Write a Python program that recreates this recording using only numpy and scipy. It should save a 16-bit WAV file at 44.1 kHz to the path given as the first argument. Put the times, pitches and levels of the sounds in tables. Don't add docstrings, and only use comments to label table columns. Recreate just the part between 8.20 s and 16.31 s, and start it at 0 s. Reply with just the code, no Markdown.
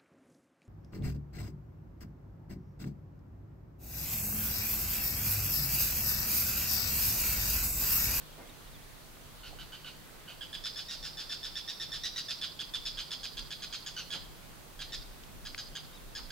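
import sys
import numpy as np
from scipy import signal
from scipy.fft import rfft, irfft, next_fast_len
from scipy.io import wavfile

SR = 44100
rng = np.random.default_rng(int(sys.argv[2]) if len(sys.argv) > 2 else 0)


def voltage_ratio(decibels):
    exponent = np.asarray(decibels, float) / 20
    return 10 ** exponent


def transcribe(signal):
    frames = np.atleast_2d(signal).T
    limited = np.clip(frames, -1, 1)
    pcm = np.round(limited * 32767).astype(np.int16)
    wavfile.write(sys.argv[1], SR, pcm)


N = 357651


def rms_one(x):
    return x / np.sqrt(np.mean(x ** 2) + 1e-20)


def at_hz(points, hz):
    table_hz, values = np.transpose(points)
    return np.interp(np.log(hz), np.log(np.maximum(table_hz, 1)), values)


def butter(x, order, hz, kind="low"):
    return signal.sosfilt(signal.butter(order, hz, kind, fs=SR, output="sos"), x)


def wander(shape, hz):
    return rms_one(butter(rng.standard_normal(shape), 2, hz))


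def resonate(x, hz, width_hz):
    r = np.exp(-np.pi * width_hz / SR)
    poles = [1, -2 * r * np.cos(2 * np.pi * hz / SR), r * r]
    return signal.lfilter(np.array([1, 0, -1]) * (1 - r * r) / 2, poles, x)


def panned(x, db):
    return np.array([x * voltage_ratio(db / 2), x * voltage_ratio(-db / 2)])


def add(out, s, x):
    i = round(s * SR)
    out[..., i:i + x.shape[-1]] += x[..., :N - i]


# [t/s,
# level/dB, pitch f/Hz, length/ms, third overtone level/dB: higher when facing the listener]
SCOLDS = [(1.2328, -50.5, 1443, 52, -6), (1.3867, -49.5, 1492, 41, -11), (1.5214, -48.5, 1512, 38.5, -11),
          (1.645, -48, 1470, 51.6, -11), (6.5913, -43, 1626, 39.2, -10), (6.7211, -40, 1814, 30, -4),
          (7.2517, -44, 1618, 27.8, 0), (7.378, -41, 1635, 25.7, 3), (7.552, -41.5, 1605, 27, -6),
          (7.95, -42.5, 1644, 34, 3), (8.1038, -42, 1620, 22, 0),
          (2.0765, -49.5, 1452, 47, -11), (2.209, -42.5, 1596, 31, -13), (2.329, -41, 1690, 32, -13),
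         (2.4383, -39.5, 1748, 41.5, -0.5), (2.5584, -41.5, 1713, 47.5, 0.5), (2.6841, -43, 1818, 62, -1.5),
         (2.827, -43, 1746, 51, 2), (2.9706, -43, 1710, 52, -0.5), (3.0949, -40, 1750, 46, -0.5),
         (3.23, -41, 1752, 42.6, -2.5), (3.3544, -39.5, 1770, 38.5, -5), (3.476, -39.5, 1783, 39, -2.5),
         (3.5981, -39.5, 1786, 39, -4), (3.7183, -40, 1780, 48.4, -4), (3.835, -36.5, 1902, 36.6, -3),
         (3.9598, -38.5, 1887, 39.6, -5), (4.0839, -38, 1770, 37, -1), (4.213, -37.5, 1703, 39.5, -8.5),
          (4.391, -38.5, 1650, 30.1, -12), (4.5371, -36.5, 1710, 27.8, -12), (4.6529, -37.5, 1706, 30.1, -2),
       (4.7716, -40.5, 1605, 42.5, -7.5), (4.9069, -39, 1688, 31.7, -6), (5.0317, -40.5, 1635, 30.2, -4.5),
       (5.17, -40.5, 1620, 26.3, -8.5), (5.3055, -41.5, 1642, 27.8, -9.5), (5.4206, -41.5, 1618, 29.1, -3),
       (5.5256, -40, 1625, 30.9, -3), (5.662, -41, 1634, 29.5, -2), (5.7649, -41, 1475, 46, -5),
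       (5.904, -40, 1649, 51.3, -12)]
# [t/s, fundamental level/dB, fourth overtone level/dB re third, rasp level/dB, roughness 0-1]
THROAT = [(1.2, -3.5, -17, -0.5, 0.3), (2.1, -8.5, -20, -7, 0.32), (2.44, -12, -21, 0, .28),
          (2.9, -6, -14, 2.5, 0.32), (3.2, -10.5, -19, -2, .3), (3.75, -8.5, -15, -3, 0.3),
          (4.0, -7, -21, 4.5, 0.37), (4.3, -16.5, -14, -1.5, 0.35), (4.92, -14, -12, 2, .38),
          (5.03, -11, -9, 3.5, 0.39), (5.55, -11, -4.5, 4, .45), (5.76, -6, -1, -3.5, 0.56),
          (5.9, -12, -4, 2.5, 0.21), (6.7, -7, -6.5, 5.5, 0.22), (7.4, -0.5, -7.5, 2, 0.7),
          (7.55, -5.5, -2.5, -2, 0.57), (8.1, -0.5, -10, -1.5, 0.5)]


def shrike():
    out, notes = np.zeros((2, N)), SCOLDS
    throat_s, *throat = np.transpose(THROAT)
    chances = rng.uniform(-1, 1, len(notes))
    for (s, db, pitch_hz, length_ms, facing_db), chance in zip(notes, chances):
        first_db, fourth_db, rasp_db, rough = (np.interp(s, throat_s, column) for column in throat)
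        throb_ms = 8.3 + 0.04 * (length_ms - 38) + 0.7 * chance
        rasp_db += 0.3 * facing_db
        breathy = 0.35 * (db < -45)
        sound = note(pitch_hz, length_ms, throb_ms, facing_db, first_db, facing_db + fourth_db,
                     rasp_db, sag_percent=4.0, rough=rough + breathy)
        add(out, s, panned(voltage_ratio(db) * sound, -1 + 0.25 * facing_db))
    return out


HIGH_OVERTONES_DB = [-27.5, -27.5]
HALF_OVERTONES_DB = [-12, -6.5, -47]
# [f/Hz, width/Hz, level/dB]
RASP = [(1424, 540, -3.5), (3320, 1940, -1.5), (4840, 930, -0.5), (6270, 1700, -7.5), (10000, 4000, -23.5)]


def note(pitch_hz, length_ms, throb_ms, third_db, first_db, fourth_db, rasp_db, sag_percent, rough):
    ms = np.arange(4400) * 1000 / SR
    wobble, shake, flutter = wander((3, len(ms)), 330)
    through = ms / length_ms
    rough = np.clip(rough, 0.12, 0.7)
    later = np.clip((ms - 9) / 17.6, 0, 1) ** 1.39
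    chaos = np.minimum(rough * (0.6 + 2.2 * later), 1)

    throbs = np.cumsum(1 + 0.6 * later + 0.17 * later * shake) * 1000 / SR / throb_ms
    part = throbs % 1
    restart = 0.3 * rng.random(60)[np.clip(throbs, 0, 59).astype(int)]
    opening = np.sin(np.pi / 2 * np.clip(part / 0.1, 0, 1))
    closing = np.cos(np.pi / 2 * part ** 1.9) ** 2
    leak = (0.12 + 0.42 * later) * (ms > 2)
    gate = opening * closing * (1 - leak) + leak
    rise = 0.6 + 0.31 * np.clip(through / 0.41, 0, 1)
    swell = rise * voltage_ratio(-24 * np.clip(through - 0.75, 0, 9) ** 1.44 / 0.8)

    sag = sag_percent / 100 * (through - 1.906 * np.minimum(through, 1.3) ** 3)
    arch = 0.012 * np.sin(np.pi * part) + sag
    jitter = 0.032 * (0.3 + rough + 0.8 * chaos) * wobble
    cycles = restart + np.cumsum(pitch_hz * (1 + arch + jitter)) / SR
    levels_db = [first_db - 2.5 * later, 0, third_db, fourth_db] + HIGH_OVERTONES_DB
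    drifts = wander((6, len(ms)), 180)
    voice = sum(voltage_ratio(db + 1.8 * drift) * np.sin(2 * np.pi * k * cycles + k * k)
                for k, db, drift in zip(range(1, 7), levels_db, drifts))
    halves = sum(voltage_ratio(db) * np.sin(2 * np.pi * (k + 1.5) * cycles)
                 for k, db in enumerate(HALF_OVERTONES_DB))

    white = rng.standard_normal(len(ms))
    white = white * voltage_ratio(3.5 * np.clip(wander(len(ms), 400), -2, 2))
    gape = (pitch_hz / 1700) ** 0.55
    throat = sum((-1) ** k * voltage_ratio(db) * resonate(resonate(white, hz * gape, width), hz * gape, width)
                 for k, (hz, width, db) in enumerate(RASP))
    rasp = rms_one(throat) + halves * voltage_ratio(8.1 * np.clip(flutter, -2, 1.5) - 1)
    rasp_share = 0.18 + rough * (1 - later) + later
    sound = voice * (1 - 0.41 * chaos) + voltage_ratio(rasp_db - 6) * rasp_share * rasp
    return sound / np.sqrt(np.mean(sound[ms < length_ms] ** 2)) * gate * swell * 1.625


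# [delay t/s, level/dB, left-right level/dB]
ECHOES = [
    (.031, -22, -22),
    (.079, -22.5, -12.5),
]
# [60 dB decay t/s, level/dB]
SCATTER = [
    (.12, -3),
    (.75, -4.5),
]
# [f/Hz, left lead/rad]
PORT_LEAD = [(1600, .3), (3600, .4), (5000, 1.5), (7500, .4)]


def garden(x):
    s = np.arange(SR * 3 // 4) / SR
    shared, *own = rng.standard_normal((3, len(s)))
    shared = butter(shared, 2, 4300)
    decay = sum(voltage_ratio(db - 60 * s / t60) * np.sqrt(2 * np.log(1000) / t60 / SR) for t60, db in SCATTER)
    onset = np.clip((s - 0.002) / 0.0014, 0, 1)
    response = (shared + 0.73 * np.array(own)) * decay * onset
    for delay, db, pan_db in ECHOES:
        smear = rng.standard_normal(200) + 1.25 * rng.standard_normal((2, 200))
        smear = smear * np.exp(-np.arange(200) / 80)
        i = round(delay * SR)
        response[:, i:i + 200] += panned(voltage_ratio(db), pan_db)[:, None] * smear / 5.8
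    response = butter(response, 1, [3800, 6000], "band")
    size = next_fast_len(N + len(s))
    hz = np.arange(1, size // 2 + 2) * SR / size
    lead = np.exp(1j * at_hz(PORT_LEAD, hz) * [[0.5], [-0.5]])
    direct = rfft(x, size) * lead
    scattered = rfft(x.mean(axis=0), size) * rfft(response, size)
    return irfft(direct + scattered, size)[:, :N]


# [t/s, length/s, middle f/Hz, glide/Hz, level/dB]
WHISTLES = [(.122, .02, 3200, -350, -60), (0.271, 0.013, 3400, 650, -57), (0.291, 0.021, 3700, -410, -56),
            (.413, 0.014, 3250, -350, -61), (.438, .022, 4180, 100, -64), (.474, .014, 3740, -250, -61),
            (0.521, 0.06, 3520, -1020, -60.5), (0.612, .028, 3330, 900, -63), (7.727, 0.016, 3700, 58, -59),
            (7.742, .022, 3830, 400, -57), (7.757, .031, 3700, -700, -58), (7.738, 0.016, 5050, 700, -63),
            (7.754, .017, 5120, -500, -62)]
# [t/s, level/dB]
BLUR = [
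    (0.0, -47.5),
    (0.496, -62),
    (0.648, -79),
    (0.978, -65),
    (1.22, -52),
]


def songbird():
    out = np.zeros(N)
    for s, length, middle_hz, glide_hz, db in WHISTLES:
        part = np.linspace(-1, 1, round(length * SR))
        hz = middle_hz + glide_hz / 2 * part
        level = voltage_ratio(db + 1.5 + 3.7 * wander(len(hz), 300)) * np.hanning(len(hz)) ** 0.5
        add(out, s, level * np.sin(2 * np.pi * np.cumsum(hz) / SR))
    s, db = np.transpose(BLUR)
    white = rng.standard_normal((2, N))
    blur = rms_one(resonate(white, 3300, 370) - 0.7 * resonate(white, 4500, 500))
    blur_db = np.interp(np.arange(N) / SR, s, db, right=-99) - 12
    return panned(out, -1) + blur * voltage_ratio(blur_db)


# [t/s, level/dB, centre f/Hz, width/Hz, decay/ms]
KNOCKS = [
    (0.17, -50, 210, 590, 74),
    (.188, -60, 2120, 60, 41),
    (5.935, -45.5, 320, 840, 35),
    (1.324, -50, 700, 200, 13),
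    (7.035, -46, 2500, 2100, 3.4),
    (7.3463, -30.5, 2350, 1300, .9),
    (7.3463, -40, 1100, 900, .9),
    (0.18, -61, 200, 200, 19),
    (7.984, -48.5, 950, 880, 17),
    (5.8, -65, 180, 69, 120),
]


def knocks():
    out, ms = np.zeros((2, N)), np.arange(8000) * 1000 / SR
    for s, db, hz, width_hz, decay_ms in KNOCKS:
        noise = rng.standard_normal(len(ms)) + 1.15 * rng.standard_normal((2, len(ms)))
        burst = noise * np.exp(-ms / decay_ms) * np.clip(ms / (0.38 * decay_ms), 0, 1)
        body = resonate(resonate(burst, hz, width_hz), hz, 2 * width_hz)
        add(out, s, voltage_ratio(db) * body * np.sqrt(SR / width_hz / 2))
    return out


def wind():
    buffet_gain, rumble_gain = gusting(np.arange(N) / SR)
    shared, *own = rng.standard_normal((3, N))
    ports = 0.6 * shared + np.array(own)
    buffet = rms_one(butter(ports, 2, [21, 38], "band"))
    rumble = rms_one(butter(ports, 2, [70, 260], "band"))
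    hum = rms_one(resonate(ports[:, ::-1], hz=151, width_hz=4))
    return buffet * buffet_gain + rumble * rumble_gain * voltage_ratio(-8) + hum * voltage_ratio(-63.5)


# [t/s, buffet level/dB]
BREEZE = [
    (0, -56),
    (2.0, -58),
    (4.5, -58),
    (6.3, -57.5),
    (8.11, -53),
]
# [t/s, half length/s, buffet level/dB, rumble level/dB]
GUSTS = [(0.017, 0.064, -70, -54), (1.36, 0.08, -48.5, -52), (2.82, 0.056, -47.5, -62),
         (3.817, .1, -56.5, -61), (4.6, .1, -56, -56), (5.208, 0.046, -45.5, -48.5),
         (5.96, 0.029, -65, -42.5), (6.054, .04, -49, -56), (6.238, 0.066, -53.5, -53),
         (6.773, 0.079, -46.5, -52), (7.214, 0.19, -52.5, -49), (7.53, 0.04, -54, -47),
         (7.822, .06, -54, -55), (8.027, 0.048, -53, -48.5)]


def gusting(t):
    lumps_db = 2 * wander((2, N), 3.7)
    rumble_under_db = -0.5
    breeze_db = np.interp(t, *np.transpose(BREEZE)) + lumps_db + [[0], [rumble_under_db]]
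    power = voltage_ratio(breeze_db) ** 2
    for s, half, *db in GUSTS:
        power += voltage_ratio(np.array(db))[:, None] ** 2 * np.exp(-((t - s) / half) ** 2)
    return np.sqrt(power)


# [f/Hz, level/dB per Hz]
AIR = [(35, -34), (60, -5), (124, 0.5), (184, -4), (363, -5), (408, -6), (579, -6), (767, -7.5), (1310, -9),
       (2090, -13), (3420, -13), (4120, -14), (5460, -17.5), (16000, -19)]
# [f/Hz, correlation]
LIKENESS = [(60, 1), (180, 0.13), (550, 0.046), (1650, 0.22), (4970, 0.047), (15000, 0.021)]
# [f/Hz, left-right level/dB]
LEAN = [(60, -4.5), (240, -4), (950, -1.5), (3770, -2), (15000, 0.5)]


def air(patchy_db):
    out, edges = 0, 56 * 2 ** np.arange(0, 8.5, 0.4)
    white = rng.standard_normal((2, 2, N))
    for k, (low, high) in enumerate(zip(edges, edges[1:])):
        mid, side = butter(white[k % 2], 2, [low, high], "band")
        hz = np.sqrt(low * high)
        alike = np.clip(at_hz(LIKENESS, hz), -1, 1)
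        patches = np.repeat(wander(N // 100 + 1, 460), 100)[:N]
        patches = patchy_db * (hz < 5000) * patches
        band = np.sqrt(1 + alike) * mid + np.sqrt(1 - alike) * side * [[1], [-1]]
        out = out + band * panned(voltage_ratio(at_hz(AIR, hz) + patches), at_hz(LEAN, hz))
    return voltage_ratio(-55 + 3) * rms_one(out)


def scene():
    return garden(shrike()) + songbird() + knocks() + air(patchy_db=0.9) + wind()


def roll_off(x):
    return signal.sosfilt(signal.butter(12, 16820, fs=SR, output="sos"), x)


def record(dry):
    top_cut = signal.ellip(12, 0.3, 75, 15780, fs=SR, output="sos")
    mix = signal.sosfilt(top_cut, dry)
    return roll_off(mix)


dry = scene()
out = record(dry)
transcribe(out)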